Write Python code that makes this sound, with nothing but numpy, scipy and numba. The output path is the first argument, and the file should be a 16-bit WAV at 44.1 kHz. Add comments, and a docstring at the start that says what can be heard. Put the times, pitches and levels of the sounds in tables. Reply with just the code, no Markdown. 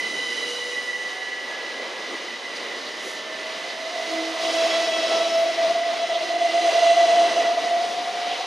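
"""An electric train gathers speed along a platform, its gears whining as each bogie (wheel set) passes. The
inverters that power the motors hum and whistle, and the whistles drop in pitch as they go by. Under them the
wheels roar on the rails and knock over joints, roof fans sing, and air hisses briefly at the gaps between
coaches. A stereo microphone about two metres away hears it all. A very faint deep rumble swells when the train
is loudest."""
import sys
import numpy as np
from scipy import signal
from scipy.fft import rfft, irfft, next_fast_len
from scipy.io import wavfile
from numba import njit

SR = 44100
rng = np.random.default_rng(int(sys.argv[2]) if len(sys.argv) > 2 else 0)


def unload_wav(signal):
    """Save mono or channel-first audio to the path in sys.argv[1] as 16-bit WAV at rate SR, clipped to [-1, 1]."""
    wavfile.write(
        sys.argv[1],
        SR,
        np.round(np.clip(np.atleast_2d(signal).T, -1, 1) * 32767).astype(np.int16),
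    )


N = 373086
STEP = 64  # samples from one update of pitch and level to the next
TICKS = np.arange(N // STEP + 2) * STEP / SR  # the times of those updates, in seconds
TIME = np.arange(N) / SR

# Pitch of the loudest gears: t/s, f/Hz
WHINE_PITCH = [(2.8, 612), (3.3, 636), (4, 655.5), (4.6, 662.5), (5.05, 660), (5.5, 667), (5.8, 674),
               (6.1, 682), (6.45, 686), (6.75, 676), (7.05, 683), (7.5, 685), (8, 696), (8.46, 707.5)]
# How loud they are: t/s, level/dB
WHINE_LEVEL = [(2.8, -48.5), (3.05, -45), (3.35, -38), (3.72, -42.5), (3.79, -38), (3.98, -30), (4.07, -33),
               (4.13, -24.5), (4.17, -31), (4.28, -35.5), (4.45, -26), (4.6, -23.5), (5, -24), (5.4, -21.5),
               (5.62, -19), (5.85, -22.5), (6.15, -25.5), (6.45, -20.5), (6.75, -16), (7.1, -16),
               (7.35, -20), (7.75, -20.5), (8.05, -29.5), (8.46, -32)]
# Brief dips where echoes and axles cancel each other: t/s, depth/dB
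WHINE_DIPS = [(3.92, 20), (4.33, 16), (4.385, 12.5), (4.52, 20), (4.688, 8), (4.719, 7.5), (4.823, 7),
              (4.859, 13), (4.914, 9), (5.017, 10), (5.092, 4), (5.238, 7.5), (5.293, 12), (5.527, 12.5),
              (5.562, 19.5), (5.667, 2.5), (5.735, 15), (5.844, 5), (5.994, 10), (6.074, 19), (6.128, 5),
              (6.199, 9), (6.245, 8.5), (6.289, 7.5), (6.393, 14), (6.487, 12), (6.519, 21), (6.603, 6.5),
              (6.628, 7.5), (6.718, 13), (6.807, 14), (6.952, 7.5), (7.067, 8.5), (7.164, 3), (7.28, 5.5),
              (7.304, 16), (7.347, 19), (7.434, 7), (7.548, 12), (7.612, 13), (7.703, 1), (7.949, 5),
              (8.008, 5), (8.053, 9), (8.128, 7), (8.362, 15)]
# The close tones that make up the whine: pitch multiple, relative level/dB, width/Hz, steady share
WHINE_TONES = [(.965, -15.5, 13.5, 0.11), (1, 0, 5, 0.9), (1.01, -14, 18, .05), (1.04, -13.5, 15, 0.055)]
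def gear_whine(out):
    """Gear teeth meet and whine; nearby axles turn at slightly different speeds and smear the pitch."""
    dip_s, slip_cycles_per_db = 0.014, 0.2  # dip_s is half the length of a dip
    when, depth_db = np.transpose(WHINE_DIPS)
    dips = np.exp(-((TICKS - when[:, None]) / dip_s) ** 2)
    # in each dip the wave slips forward or back by up to half a cycle
    slips = np.clip(slip_cycles_per_db * depth_db, 0, .5) * rng.choice([-1, 1], len(when))
    hz = curve(WHINE_PITCH) + slips @ dips / (dip_s * np.sqrt(np.pi))
    db = curve(WHINE_LEVEL, left=-99) - depth_db @ dips
    for multiple, tone_db, width, steady in WHINE_TONES:
        tone(out, multiple * hz, db + tone_db, width, steady)


# Gears of the other bogies, one list for each whine: t/s, f/Hz, level/dB
FAINT_WHINES = [
    [(0, 457.6, -42.5), (.2, 473.5, -46), (.5, 484, -39), (.9, 497.5, -40), (1.15, 504.7, -49),
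     (1.5, 508.5, -51), (2, 518.5, -47), (2.5, 552, -50), (2.8, 582, -48.5)],
    [(1.05, 747, -56.5), (1.2, 748, -43.5), (1.55, 762, -57)],
    [(3.4, 694, -54.5), (3.8, 701.4, -37.5), (4.5, 721, -41), (5.3, 715, -43)],
    [(5.6, 712, -50.5), (6.1, 720, -42), (6.45, 740, -39.5), (6.9, 755, -46)],
    [(5.8, 645, -45.5), (6.2, 653, -25.5), (6.6, 655, -50), (7.15, 649, -34.5), (7.5, 653, -37),
     (7.8, 660, -46)],
    [(7.0, 723, -46.5), (7.6, 725.4, -37), (8.1, 746.5, -38), (8.46, 755, -33.5)],
    [(4.05, 320, -49), (4.12, 323, -34.5), (4.95, 331, -38.5), (5.05, 332, -42.5), (5.7, 338, -45.5)],
    [(6.1, 338.4, -48.5), (6.4, 339, -36), (6.7, 332.2, -45), (7.3, 329.3, -42.5), (7.6, 330, -55)],
]
def faint_gears(out):
    """Other gears whine more softly; late on, at higher speed, their tones smear together."""
    for table in FAINT_WHINES:
        start_s = table[0][0]
        width_hz, steady = (16, 0.2) if start_s > 5.5 else (7, 0.75)
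        tone(out, *track(table), width_hz, steady)


# Base note of the hum, one list for each of two bogies: t/s, f/Hz, level/dB
HUM_NOTES = [
    [(4.2, 655, -57.5), (4.62, 666.3, -36.5), (5.0, 660, -35.5), (5.4, 661, -39.5), (5.8, 674, -55),
     (6.1, 661, -42)],
    [(5.8, 684, -53), (6.3, 685, -43), (6.55, 683.4, -39.5), (6.9, 677, -34), (7.47, 668, -39),
     (7.56, 668.7, -54.5)],
]
# Its overtones: pitch multiple, first bogie's level/dB, second bogie's level/dB, base width/Hz
HUM_OVERTONES = [(2, -4, -24, 2.6), (3.5, -13.5, -15, 11), (4, -4, -5.5, 21.7), (4.2, -18.5, -5.5, 50),
                 (4.5, -6.5, -5, 50), (5, 0, -4.5, 20), (6, -2.5, -3.5, 51), (7, -9.5, -8.5, 57),
                 (8, -3.5, -12, 60), (9, -10.5, -6.5, 100), (10, -14.5, -14.5, 58), (11, -22, -22, 120),
                 (12, -30, -18, 120), (13, -22.5, -19.5, 120), (14, -27, -29, 120), (15, -34, -24, 220)]
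# What those widths are multiplied by: first bogie, second bogie
HUM_WIDENING = (0.93, 1.9)
def inverter_hum(out):
    """Each inverter hums a stack of overtones whose pitch is tied to the speed of its motor."""
    for bogie, table in enumerate(HUM_NOTES):
        hz, db = track(table)
        for multiple, *overtone_db, width in HUM_OVERTONES:
            tone(out, multiple * hz, db + overtone_db[bogie], width * HUM_WIDENING[bogie], steady=0.073)


# One whistle for each motor: passing t/s, closest distance/m, f/Hz, relative level/dB, width/Hz
WHISTLES = [(0, 4., 1985, 3, 3.7), (0.1, 2.5, 2006, 6, 11.6), (0.449, 2.518, 2001, 1, 6.1),
            (4.501, 3., 2004, 4.5, 14.6), (3.499, 2.7, 1996, -5, 13), (6.998, 3., 1985, 2, 13.6),
            (7.5, 2.5, 2000, 0, 22)]
# All these whistles together: t/s, level/dB
WHISTLE_LEVEL = [(0, -27), (.12, -31), (.44, -29), (.52, -40.5), (.76, -26.5), (.85, -39.5), (.9, -27),
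                 (.98, -35.5), (1.36, -32.5), (1.47, -38), (1.9, -39), (3.4, -43), (4.85, -34), (5.25, -40),
                 (5.6, -36.5), (6, -42), (6.9, -32.5), (7.5, -35.5), (8, -49), (8.46, -45.5)]
# Further tones of the first inverter: f/Hz, level when closest/dB, width/Hz
SWITCHING_TONES = [(1500, -52, 25), (2480, -54, 25), (2945, -38, 35), (3040, -39, 35), (3870, -45, 30),
                   (3985, -40, 28), (4500, -52, 50), (5020, -47, 120), (5990, -48, 90), (6950, -57, 120),
                   (8700, -55, 400), (9150, -57, 400), (9990, -56, 320)]
# Whistles of far bogies, blurred by platform echoes: f/Hz, relative level/dB, width/Hz
FAR_WHISTLES = [(2008, -3.5, 80), (2908, -10.5, 47), (3016, -11, 45), (3085, -12.5, 30), (3964, -14.5, 83)]
def inverter_whistles(out):
    """Inverters switch the current at a fixed rate; the near ones drop in pitch as they go by."""
    total_db = curve(WHISTLE_LEVEL)
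    pitches, shares_db = [], []
    for when, closest_m, hz, db, _ in WHISTLES:
        shift, distance_db = passing(when, closest_m)
        pitches.append(hz * shift)
        shares_db.append(db + 0.74 * distance_db)
    # the shares add up to the total, and the nearest motors get the most
    shares_db = np.array(shares_db) - 10 * np.log10(np.sum(undb(shares_db) ** 2, axis=0))
    for (*_, width), hz, share_db in zip(WHISTLES, pitches, shares_db):
        tone(out, hz, total_db + share_db, width, steady=0.65)
    shift, distance_db = passing(when=.35, closest_m=4.)
    for hz, db, width in SWITCHING_TONES:
        tone(out, hz * shift, db + 3.3 * distance_db, width, steady=0.021)
    for hz, db, width in FAR_WHISTLES:
        tone(out, np.full_like(TICKS, hz), 0.26 * total_db - 28 + db, width, steady=0)


# The roar of the whole train, from low to high: f/Hz, relative level/dB
ROAR_SPECTRUM = [(110, -29), (280, -19.5), (520, -12.5), (760, -16), (1100, -15.5), (1500, -19.5),
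                 (2300, -17.5), (3000, -19), (3900, -17.5), (4400, -21), (5000, -21.5), (5600, -25.5),
                 (6300, -26.5), (7700, -41), (8700, -37.5), (9700, -41.5), (11500, -49.5), (15500, -63)]
# What each bogie adds, relative to that roar: passing t/s, bass/dB, rumble/dB, rush/dB, sizzle/dB
PASSING_BOGIES = [(0, 15.5, 3.5, -5, 9), (.65, 0, -30, -13, 8), (1.851, 4, 6, -5, -9),
                  (2.65, 8, 0.5, -2.5, 0.5), (3.05, 12.5, 0, -4, 2), (4.65, 7, 5.5, 7, 13),
                  (5.1, 7.5, 8, 5, 9.5), (5.65, 13.5, -4, 6, 0), (6.8, -2, 7.5, 7.5, 11),
                  (7.3, 11.5, 11, 5, 8.5), (7.9, 14.5, -14, -14, 4), (8.3, -8, 5, 5.5, 5.5)]
# Where bass, rumble, rush and sizzle lie: f/Hz
BOGIE_BANDS = (170, 450, 2500, 8000)
def wheel_roar():
    """Wheels roar on the rails; each octave of the noise swells as bogies pass and flickers by itself."""
    bogie_m, roar_db = 1.71, -13.5
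    beaming = 0.89  # scales the distance loss in dB as the wheels move off and turn away
    distance_db = np.array([passing(row[0], bogie_m)[1] for row in PASSING_BOGIES])
    nearness = undb(beaming * distance_db) ** 2
    size = next_fast_len(N)
    f = np.fft.rfftfreq(size, 1 / SR)
    noise = rfft(rng.standard_normal((2, size))) * undb(level_at(ROAR_SPECTRUM, f))
    octave = np.log2(np.maximum(f, 1))
    swell = wander(3.2, rows=1)[0]
    out = 0
    for centre in np.arange(6, 15):  # octaves from 64 Hz up
        share = np.cos(np.pi / 2 * np.clip(octave - centre, -1, 1)) ** 2
        band = irfft(noise * share, size)[:, :N]
        bogie_db = [level_at(list(zip(BOGIE_BANDS, row[1:])), 2. ** centre) for row in PASSING_BOGIES]
        flicker = wander(9.1, rows=1)[0]
        gain = np.sqrt(1 + undb(bogie_db) ** 2 @ nearness) * undb(0.86 * swell + 0.63 * flicker)
        out = out + band * np.interp(TIME, TICKS, gain)
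    return out * undb(roar_db)


# Wheels crossing gaps in the rail: t/s, level/dB, f/Hz, fade time/s
JOINT_KNOCKS = [(2.128, -38.5, 323, 0.043), (2.739, -37.5, 421, 0.045), (3.067, -37, 413, 0.037),
                (5.151, -37, 477, 0.12), (6.736, -32.5, 522, 0.064), (7.4, -37.5, 519.5, 0.12)]
def rail_knocks(out):
    """A wheel hits a rail joint with a dull knock."""
    bursts(out, JOINT_KNOCKS, spread=1.25, rise=0.72)


# Short hisses of air, as at the gaps between coaches: t/s, level/dB, f/Hz, fade time/s
AIR_PUFFS = [(2.565, -54, 8500, .02), (2.568, -38, 4600, .015), (3.09, -45.5, 6200, .1),
             (2.877, -39, 4200, 0.018), (3.081, -53, 9600, 0.1), (3.702, -38, 4000, 0.022),
             (4.45, -33.5, 3070, 0.03), (5.394, -56, 10400, 0.075), (6.153, -32, 3470, 0.034),
             (8.321, -33.5, 3000, 0.05)]
def air_puffs(out):
    """Air rushing past a gap between coaches makes a short, high hiss."""
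    bursts(out, AIR_PUFFS, spread=1.17, rise=0.79)


# Fans on the roof: passing t/s, closest distance/m, f/Hz, level when closest/dB, width/Hz
ROOF_FANS = [(1.501, 2.396, 1695, -42.5, 17), (3.3, 2.6, 1774, -43.5, 40)]
def roof_fans(out):
    """Spinning blades make a tone that swells and drops in pitch as the coach goes by."""
    for when, closest_m, hz, db, width in ROOF_FANS:
        shift, distance_db = passing(when, closest_m)
        tone(out, hz * shift, db + 1.23 * distance_db, width, steady=0.75)


# How fast the train goes: t/s, speed/(m/s)
TRAIN_SPEED = [(0, 6.2), (8.46, 7.8)]
def passing(when, closest_m):
    """Pitch factor (Doppler effect) and level in dB, 0 when closest, of a passing point on the train."""
    speed = curve(TRAIN_SPEED)
    travelled = np.cumsum(speed) * STEP / SR
    along = travelled - np.interp(when, TICKS, travelled)
    distance = np.hypot(along, closest_m)
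    return 1 - speed * along / distance / 343, 20 * np.log10(closest_m / distance)


def tone(out, hz, db, width_hz, steady):
    """Adds a wavering tone and its echo; width_hz sets how fast it wavers, steady how much holds still."""
    parts = wander(width_hz, rows=4) * np.sqrt(1 - steady)
    parts[[0, 3]] += np.sqrt(2 * steady)  # the echo's steady part is a quarter cycle late
    audible = np.flatnonzero(db > -90)
    first, end = audible[0], audible[-1] + 1
    parts = (parts * undb(db))[:, first:end]
    oscillate(out[:, first * STEP:(end - 1) * STEP], hz[first:end], parts[:2].copy(), parts[2:].copy())


@njit
def oscillate(out, hz, cos_gain, sin_gain):
    """Adds a wave to both rows, gliding its pitch and strength from tick to tick."""
    phase = 0.
    for i in range(out.shape[1]):
        k, u = i // STEP, (i % STEP) / STEP
        phase += 2 * np.pi * (hz[k] + u * (hz[k + 1] - hz[k])) / SR
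        for row in range(2):
            a = cos_gain[row, k] + u * (cos_gain[row, k + 1] - cos_gain[row, k])
            b = sin_gain[row, k] + u * (sin_gain[row, k + 1] - sin_gain[row, k])
            out[row, i] += a * np.cos(phase) + b * np.sin(phase)


def bursts(out, table, spread, rise):
    """Adds short swells of noise from f / spread to f * spread; rise is swell time over fade time."""
    for when, db, hz, fade_s in table:
        i = np.arange(int((when - 2 * fade_s) * SR), min(int((when + 3 * fade_s) * SR), N))
        band = signal.butter(2, [hz / spread, hz * spread], "bandpass", fs=SR, output="sos")
        noise = signal.sosfilt(band, rng.standard_normal((2, SR))[:, :len(i)])
        age = (i / SR - when) / fade_s
        shape = np.exp(-np.where(age < 0, age / rise, age) ** 2)
        out[:, i] += noise / noise.std() * undb(db) * shape


def wander(width_hz, rows):
    """Smooth random curves, one value a tick, with a typical size of 1."""
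    pole = np.exp(-2 * np.pi * width_hz * STEP / SR)
    x = signal.lfilter([1], [1, -2 * pole, pole * pole], rng.standard_normal((rows, len(TICKS))))
    return x / x.std(axis=1, keepdims=True)


def track(table):
    """Pitch and level from rows of t/s, f/Hz, level/dB, fading out beyond the ends."""
    t, hz, db = np.transpose(table)
    beyond_s = np.maximum(np.maximum(t[0] - TICKS, TICKS - t[-1]), 0)
    return np.interp(TICKS, t, hz), np.interp(TICKS, t, db) - 150 * beyond_s


def curve(points, x=TICKS, left=None):
    """Joins points with straight lines."""
    return np.interp(x, *np.transpose(points), left=left)


def level_at(points, hz):
    """Reads rows of f/Hz, level/dB with every octave equally wide."""
    f, db = np.transpose(points)
    return np.interp(np.log(np.maximum(hz, 1)), np.log(f), db)


def undb(db):
    return 10 ** (np.asarray(db) / 20)


# Strength of the echoes next to the direct sound: f/Hz, level/dB
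ECHO_SPECTRUM = [(120, -50), (380, -15), (700, -17.5), (1290, -10.5), (2380, -12.5), (3100, -10.5),
                 (4400, -21), (8120, -31), (15000, -36)]
# Sway of the band that leans right: t/s, push to the left (relative)
SWAY = [(0.0, -0.5), (0.942, 0.5), (2.21, 1), (3.6, 0), (4.17, -1), (5.58, 2), (6.599, -0.5), (7.92, 2),
        (8.46, 2)]
# How far the left channel's wave runs ahead: f/Hz, phase/rad
LEFT_LEAD = [(0, 0.0083), (1380, -0.13), (3100, 0.26), (6370, -0.4), (8100, -0.25), (15200, 0.34)]
def stereo(direct, echoes):
    """Direct sound sits in the middle; echoes off the platform and coaches give the width."""
    size = next_fast_len(N + SR)
    f = np.fft.rfftfreq(size, 1 / SR)
    spectrum = rfft(direct, size)
    width = irfft(rfft(echoes, size) * undb(level_at(ECHO_SPECTRUM, f)), size)[:N]
    # the microphone's two halves point apart, so one band leans right and the phases differ a little
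    lean_hz, lean_width_hz = 1840, 1080
    lean = 0.21 - 0.094 * curve(SWAY, TIME)
    band = irfft(spectrum * np.exp(-((f - lean_hz) / lean_width_hz) ** 2), size)[:N]
    lead = irfft(spectrum * .5j * curve(LEFT_LEAD, f), size)[:N]
    side = width - lean * band + lead
    return np.array([direct + side, direct - side])


def scene():
    """Adds every source into two rows, direct sound and echoes, then spreads them left and right."""
    out = wheel_roar()
    for source in (rail_knocks, air_puffs, gear_whine, faint_gears,
                   inverter_hum, inverter_whistles, roof_fans):
        source(out)
    return stereo(*out)


# A very faint deep rumble that swells when the train is loudest: t/s, level/dB
LOW_RUMBLE_LEVEL = [(0, -80), (.6, -86), (4, -86), (4.7, -80), (6, -83), (6.8, -79), (8.46, -84)]
def record(dry):
    """A filter cuts the bass, a faint deep rumble is added, and the recorder cuts the highest treble."""
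    low_cut_hz, top_hz, rumble_hz = 229.4, 15450, 90
    train = signal.sosfilt(signal.butter(4, low_cut_hz, "highpass", fs=SR, output="sos"), dry)
    noise = rng.standard_normal(dry.shape)
    rumble = signal.sosfilt(signal.butter(2, rumble_hz, fs=SR, output="sos"), noise)
    rumble = rumble / rumble.std() * undb(curve(LOW_RUMBLE_LEVEL, TIME))
    return signal.sosfilt(signal.ellip(10, .2, 80, top_hz, fs=SR, output="sos"), train + rumble)


dry = scene()
out = record(dry)
unload_wav(out)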